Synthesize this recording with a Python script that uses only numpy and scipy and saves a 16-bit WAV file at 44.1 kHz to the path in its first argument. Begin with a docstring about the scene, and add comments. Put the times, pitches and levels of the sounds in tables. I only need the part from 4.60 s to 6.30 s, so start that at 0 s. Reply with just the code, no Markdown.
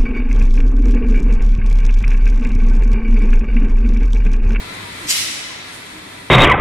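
"""Pallet wrapper and air valve

A pallet wrapping machine turns in a large factory hall. Its motor hums, its gears whine faintly
and its stretch film hisses off the roll, over a wash of machinery that slowly fades.
After two dull bumps, a pneumatic valve lets out one short, sharp blast of air
that echoes off floor and wall and rings out through the hall."""
import sys
import numpy as np
from scipy import signal
from scipy.fft import rfft, irfft, next_fast_len
from scipy.io import wavfile
from scipy.ndimage import map_coordinates

SR = 44100
rng = np.random.default_rng(int(sys.argv[2]) if len(sys.argv) > 2 else 0)


def wav_out(sig):
    """Save sig, one row per channel (or a flat mono array), as 16-bit PCM at SR to the path in sys.argv[1]."""
    wavfile.write(sys.argv[1], SR, np.round(np.clip(np.atleast_2d(sig).T, -1, 1) * 32767).astype(np.int16))


N = 74970
TIME = np.arange(N) / SR


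def amp(db):
    """Turn decibels into a number to multiply by."""
    return 10 ** (np.asarray(db) / 20)


def unit(x):
    """Scale a sound to an average (rms) strength of 1."""
    return x / np.sqrt(np.mean(x ** 2) + 1e-20)


def along(rows, hz):
    """Read between the rows of a frequency table, treating every octave alike."""
    freqs, values = np.transpose(rows)
    return np.interp(np.log(hz + 1), np.log(freqs + 1), values)


def level(rows):
    """Join rows of time and dB into a volume curve."""
    return amp(np.interp(TIME, *np.transpose(rows)))


def wobble(rate, axis=TIME):
    """A smooth random curve with `rate` new values per second, or per unit of another axis."""
    return map_coordinates(rng.standard_normal(1024), [axis * rate], mode="wrap")


def filtered(x, response):
    """Reshape a sound: `response` says how each frequency is scaled and delayed."""
    size = next_fast_len(N + SR // 2)
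    hz = np.fft.rfftfreq(size, 1 / SR)
    return irfft(rfft(x, size) * response(hz), size)[..., :N]


def wavering_tone(hz, wander, rate):
    """A clean tone whose pitch strays by about the fraction `wander`."""
    pitch = hz * (1 + wander * wobble(rate))
    return unit(np.sin(2 * np.pi * np.cumsum(pitch) / SR))


def fuzzy_tone(hz, width_hz):
    """A narrow band of noise around a pitch, different on the left and right."""
    phase = 2 * np.pi * np.cumsum(hz * np.ones(N)) / SR
    flutters = [wobble(width_hz) + 1j * wobble(width_hz) for _ in range(2)]
    return np.array([unit(np.real(flutter * np.exp(1j * phase))) for flutter in flutters])


# How alike the two sides are. Each row: frequency in Hz, likeness (1 same, 0 unrelated, -1 opposite).
LIKENESS = [(90, .988), (180, .95), (350, .5), (650, -.25), (1300, .03), (3000, 0)]
def diffuse(pair):
    """Make two unrelated noises seem to come from all around: alike only in the bass."""
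    def blend(hz):
        angle = np.arccos(np.clip(along(LIKENESS, hz), -1, 1)) / 2
        return np.array([np.cos(angle), np.sin(angle)])
    mid, side = filtered(pair, blend)
    return np.array([mid + side, mid - side])


def rush(colour, ripple_db):
    """Noise from all around, with the small peaks and dips of many resonances."""
    def response(hz):
        ripple = wobble(1 / 30, hz) * hz / (hz + 400)  # a new value every 30 Hz, weaker in the bass
        return amp(along(colour, hz) + ripple_db * ripple)
    noise = rng.standard_normal((2, N))
    return unit(diffuse(filtered(noise, response)))


# Loudness of the machines' wash and of their drone. Each row: time in seconds, level in dB.
WASH_LOUDNESS = [(0, -33), (.3, -32.5), (.7, -33), (1.1, -34.5), (1.35, -37), (1.7, -38)]
DRONE_LOUDNESS = [(0, -39), (.5, -42), (.8, -43), (1.1, -43), (1.35, -43), (1.7, -43.5)]
# Their tone colours. 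Each row: frequency in Hz, relative level in dB.
WASH_COLOUR = [(150, -62), (450, -6), (700, -1.5), (1000, -5), (1250, -3), (1700, -1), (2050, -0.5),
               (2450, -3), (3000, -7.5), (3400, -1.5), (4200, -5), (5100, -13), (6500, -20), (9000, -21.5),
               (14000, -32)]
DRONE_COLOUR = [(20, -34), (50, -4), (80, -6), (130, 0), (200, 0.5), (270, -1.5), (400, -0.5), (520, -10),
                (900, -15.5), (2500, -32)]
def machinery():
    """The machines blur into a lightly fluttering wash of noise over a low drone."""
    flutter = amp(0.5 * wobble(13.5))
    wash = level(WASH_LOUDNESS) * flutter * rush(WASH_COLOUR, ripple_db=3.5)
    drone = level(DRONE_LOUDNESS) * rush(DRONE_COLOUR, ripple_db=3)
    return wash + drone


# Loudness of the ringing frame. Each row: time in seconds, level in dB.
FRAME_LOUDNESS = [(0, -59), (.14, -49), (.2, -51), (.35, -55), (.46, -40), (.57, -64), (.68, -45),
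                  (.82, -53.5), (1.28, -58), (1.36, -41.5), (1.42, -53), (1.47, -46.5), (1.53, -52),
                  (1.7, -56)]
def frame():
    """The turning frame rings with one low, unsteady note."""
    return level(FRAME_LOUDNESS) * wavering_tone(hz=307.2, wander=0.05, rate=40)


# Loudness of the gears. Each row: time in seconds, level in dB.
GEAR_LOUDNESS = [(0, -44.5), (.8, -52), (1.09, -47), (1.17, -56), (1.29, -47.5), (1.4, -62), (1.58, -54),
                 (1.7, -59)]
# The gears' tones. Each row: pitch in Hz, width in Hz, relative level in dB.
GEAR_TONES = [(1690, 18.2, -4.5), (2094, 85, -3.5), (3274, 25, -7.5), (3620, 27, -24), (3940, 26, -2),
              (4190, 40, -6.5)]
def gear_whine():
    """The gears whine faintly at several high pitches at once."""
    tones = sum(amp(db) * fuzzy_tone(hz, width) for hz, width, db in GEAR_TONES)
    return level(GEAR_LOUDNESS) * tones


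# Loudness of the drive. Each row: time in seconds, level in dB.
DRIVE_LOUDNESS = [(0, -43), (.1, -46), (.29, -40.5), (.35, -60), (.41, -42), (.52, -45), (.58, -60),
                  (.85, -55), (.9, -37.5), (.99, -55), (1.3, -48), (1.55, -49), (1.7, -51)]
def drive():
    """The drive makes a fuzzy tone that wavers in pitch and comes in swells."""
    hz = 999 * (1 + 0.035 * wobble(12))
    return level(DRIVE_LOUDNESS) * fuzzy_tone(hz, width_hz=115)


# Loudness of the motor. Each row: time in seconds, level in dB.
MOTOR_LOUDNESS = [(0, -39.5), (.05, -44), (.12, -54), (.22, -38), (.31, -49.5), (.47, -47.5), (.53, -62),
                  (.61, -44), (.72, -55), (.83, -56.5), (1.06, -51.5), (1.13, -72), (1.22, -54),
                  (1.34, -64), (1.44, -50), (1.7, -50)]
def motor():
    """The motor's low hum swells and wavers."""
    return level(MOTOR_LOUDNESS) * wavering_tone(hz=96.6, wander=0.037, rate=13)


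# Loudness of the floor's rumble. Each row: time in seconds, level in dB.
RUMBLE_LOUDNESS = [(0, -47), (.3, -55), (.48, -46.5), (.62, -56), (.75, -68), (1.1, -67), (1.7, -56)]
# Its tone colour. Each row: frequency in Hz, relative level in dB.
RUMBLE_COLOUR = [(20, -2), (45, -3), (65, -10), (120, 1), (400, -36)]
def floor_rumble():
    """The floor rumbles deeply, swelling with the second bump and then settling."""
    return level(RUMBLE_LOUDNESS) * rush(RUMBLE_COLOUR, ripple_db=0)


# Loudness of the film's hiss and of its sizzle. Each row: time in seconds, level in dB.
HISS_LOUDNESS = [(0, -45), (.13, -42.5), (.2, -44), (.33, -44), (.44, -38.5), (.6, -47), (.8, -52),
                 (.98, -63), (1.05, -51), (1.14, -41), (1.24, -46.5), (1.31, -44), (1.44, -47.5),
                 (1.54, -47), (1.7, -49)]
SIZZLE_LOUDNESS = [(0, -56), (.9, -58), (1.02, -67), (1.07, -53), (1.14, -50), (1.22, -57), (1.45, -61),
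                   (1.53, -55), (1.7, -56)]
# Tone colour of the hiss. Each row: frequency in Hz, relative level in dB.
HISS_COLOUR = [(2500, -5.5), (5000, -4.5), (7000, -2), (8300, -0.5), (9700, -3.5), (10800, -5.5),
               (12000, -9.5), (14000, -15)]
def stretch_film():
    """Film peels off its roll with an uneven hiss and a thin sizzle, a little to the right."""
    hiss = level(HISS_LOUDNESS) * rush(HISS_COLOUR, ripple_db=0.5)
    sizzle = level(SIZZLE_LOUDNESS) * fuzzy_tone(hz=8920, width_hz=800)
    pan = amp([[-1], [1]])
    flutter = amp(0.97 * wobble(39.7))
    return pan * flutter * (hiss + sizzle)


# The machine's bumps. Each row: start in seconds, level in dB.
BUMP_HITS = [(0.224, -35), (0.449, -29)]
# Their tone colour. Each row: frequency in Hz, relative level in dB.
BUMP_COLOUR = [(25, -14), (60, -6), (140, -1), (310, -14), (480, -20), (1500, -39)]
def bumps():
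    """The machine bumps dully: bursts of low noise that die quickly."""
    rise_s, fade_s = 0.0021, 0.072
    out = np.zeros((2, N))
    for start, db in BUMP_HITS:
        age = np.maximum(TIME - start, 0)
        rise = 1 - np.exp(-age / rise_s)
        fade = amp(db - 60 * age / fade_s)
        out += rise * fade * rush(BUMP_COLOUR, ripple_db=1.5)
    return out


# Where the valve's outlet rings. Each row: pitch in Hz, width in Hz, level in dB relative to the jet.
OUTLET_RINGS = [(2965, 83, -5), (4880, 160, -7), (5520, 280, -6.5), (7500, 100, -14), (8600, 130, -21),
                (9800, 100, -15), (12800, 460, -2)]
def air_jet(colour):
    """Air rushes through the ringing outlet: a small leak, a fast swell, then the valve shuts."""
    start_s, leak_s, rise_s, open_s, close_s = 0.4825, 0.021, 0.024, 0.027, 0.0029
    age = TIME - start_s
    leak = amp(-15) * np.clip((age + leak_s) / (leak_s / 2), 0, 1)  # just before the valve opens
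    swell = np.sqrt(np.clip(age / rise_s, 0, 1))
    shut = np.exp(-np.maximum(age - open_s, 0) / close_s)

    def response(hz):
        rings = sum(amp(db) * 1j * hz * width / (pitch ** 2 - hz ** 2 + 1j * hz * width)
                    for pitch, width, db in OUTLET_RINGS)
        return (1 + rings) * amp(along(colour, hz))
    hiss = unit(filtered(rng.standard_normal(N), response))
    return (leak + swell) * shut * hiss


# Echoes off floor and wall. Each row: delay in seconds, left level in dB, right level in dB.
FIRST_ECHOES = [(.0058, 2, 1.5), (.018, -0.5, -1), (0.029, -8.5, -25)]
def with_echoes(sound):
    """A sound arrives straight from the left, then bounces off floor and wall."""
    left_lead_s = 0.000352

    def paths(hz):
        delay = lambda seconds: np.exp(-2j * np.pi * hz * seconds)
        total = delay(np.array([[0], [left_lead_s]]))
        for delay_s, left_db, right_db in FIRST_ECHOES:
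            offset_s = rng.uniform(-1.056, 1, (2, 1)) * left_lead_s  # each side has its own timing
            total += amp([[left_db], [right_db]]) * delay(delay_s + offset_s)
        return total
    return filtered(sound, paths)


# How long the hall rings. Each row: frequency in Hz, seconds to fade by 60 dB.
HALL_RING_TIMES = [(500, 1.5), (2000, 1.87), (3800, 1.36), (5500, 1.32), (8000, 1.11), (11000, 0.94),
                   (14000, 0.43)]
def hall(sound):
    """Countless echoes build up fast and swell again off the far wall; the highs die first."""
    delay_s, build_s, far_wall_s, spread_s = 0.0022, 0.021, 0.1, 0.02
    hz, t, bands = signal.stft(rng.standard_normal((2, N)), SR, nperseg=256)
    fade = amp(-60 * t / along(HALL_RING_TIMES, hz)[:, None])
    fading_noise = signal.istft(bands * fade, SR, nperseg=256)[1][:, :N]
    build = 1 - np.exp(-np.maximum(TIME - delay_s, 0) / build_s)
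    far_wall = amp(1.4 * np.exp(-((TIME - far_wall_s) / spread_s) ** 2))
    tail = diffuse(fading_noise * build * far_wall)
    return signal.fftconvolve(sound[None], tail / np.linalg.norm(tail[0]), axes=1)[:, :N]


# Tone colour of the blast, heard directly and as sent into the hall.
# Each row: frequency in Hz, relative level in dB.
DIRECT_COLOUR = [(300, -20), (1400, -18), (2050, -5), (3000, -4), (5700, -0.5), (8500, -2), (10500, -11.5),
                 (14000, -16)]
INTO_HALL_COLOUR = [(300, -36), (1100, -15.5), (1650, -7.5), (2250, -2), (3400, 0.5), (5700, -1.5),
                    (8500, -2), (10500, -6), (14000, -11)]
def valve():
    """One blast of air, heard with its first echoes and then from the whole hall."""
    blast = with_echoes(air_jet(DIRECT_COLOUR))
    directions = 2  # the jet sends different noise each way, which evens out the ringing
    ringing = sum(hall(air_jet(INTO_HALL_COLOUR)) for _ in range(directions)) / np.sqrt(directions)
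    return amp(-18) * blast + amp(-12) * ringing


def scene():
    """The machine runs throughout; the bumps and the blast sound over it."""
    running = machinery() + frame() + gear_whine() + drive() + motor() + floor_rumble() + stretch_film()
    return running + bumps() + valve()


# How the two microphones differ. Each row: frequency in Hz, left level minus right level in dB.
MIC_BALANCE = [(700, 0), (1300, 2), (2300, 5), (3300, -0.5), (4600, 0.5), (7000, -1), (8600, -1),
               (9600, -6), (11000, -8.5), (12500, 3), (14000, 0)]
def record(dry):
    """Each microphone has its own tone colour, and the very highest sounds are cut off."""
    top_hz = 14250
    sides = np.array([[0.5], [-0.5]])
    return filtered(dry, lambda hz: amp(along(MIC_BALANCE, hz) * sides) * (hz < top_hz))


dry = scene()
out = record(dry)
wav_out(out)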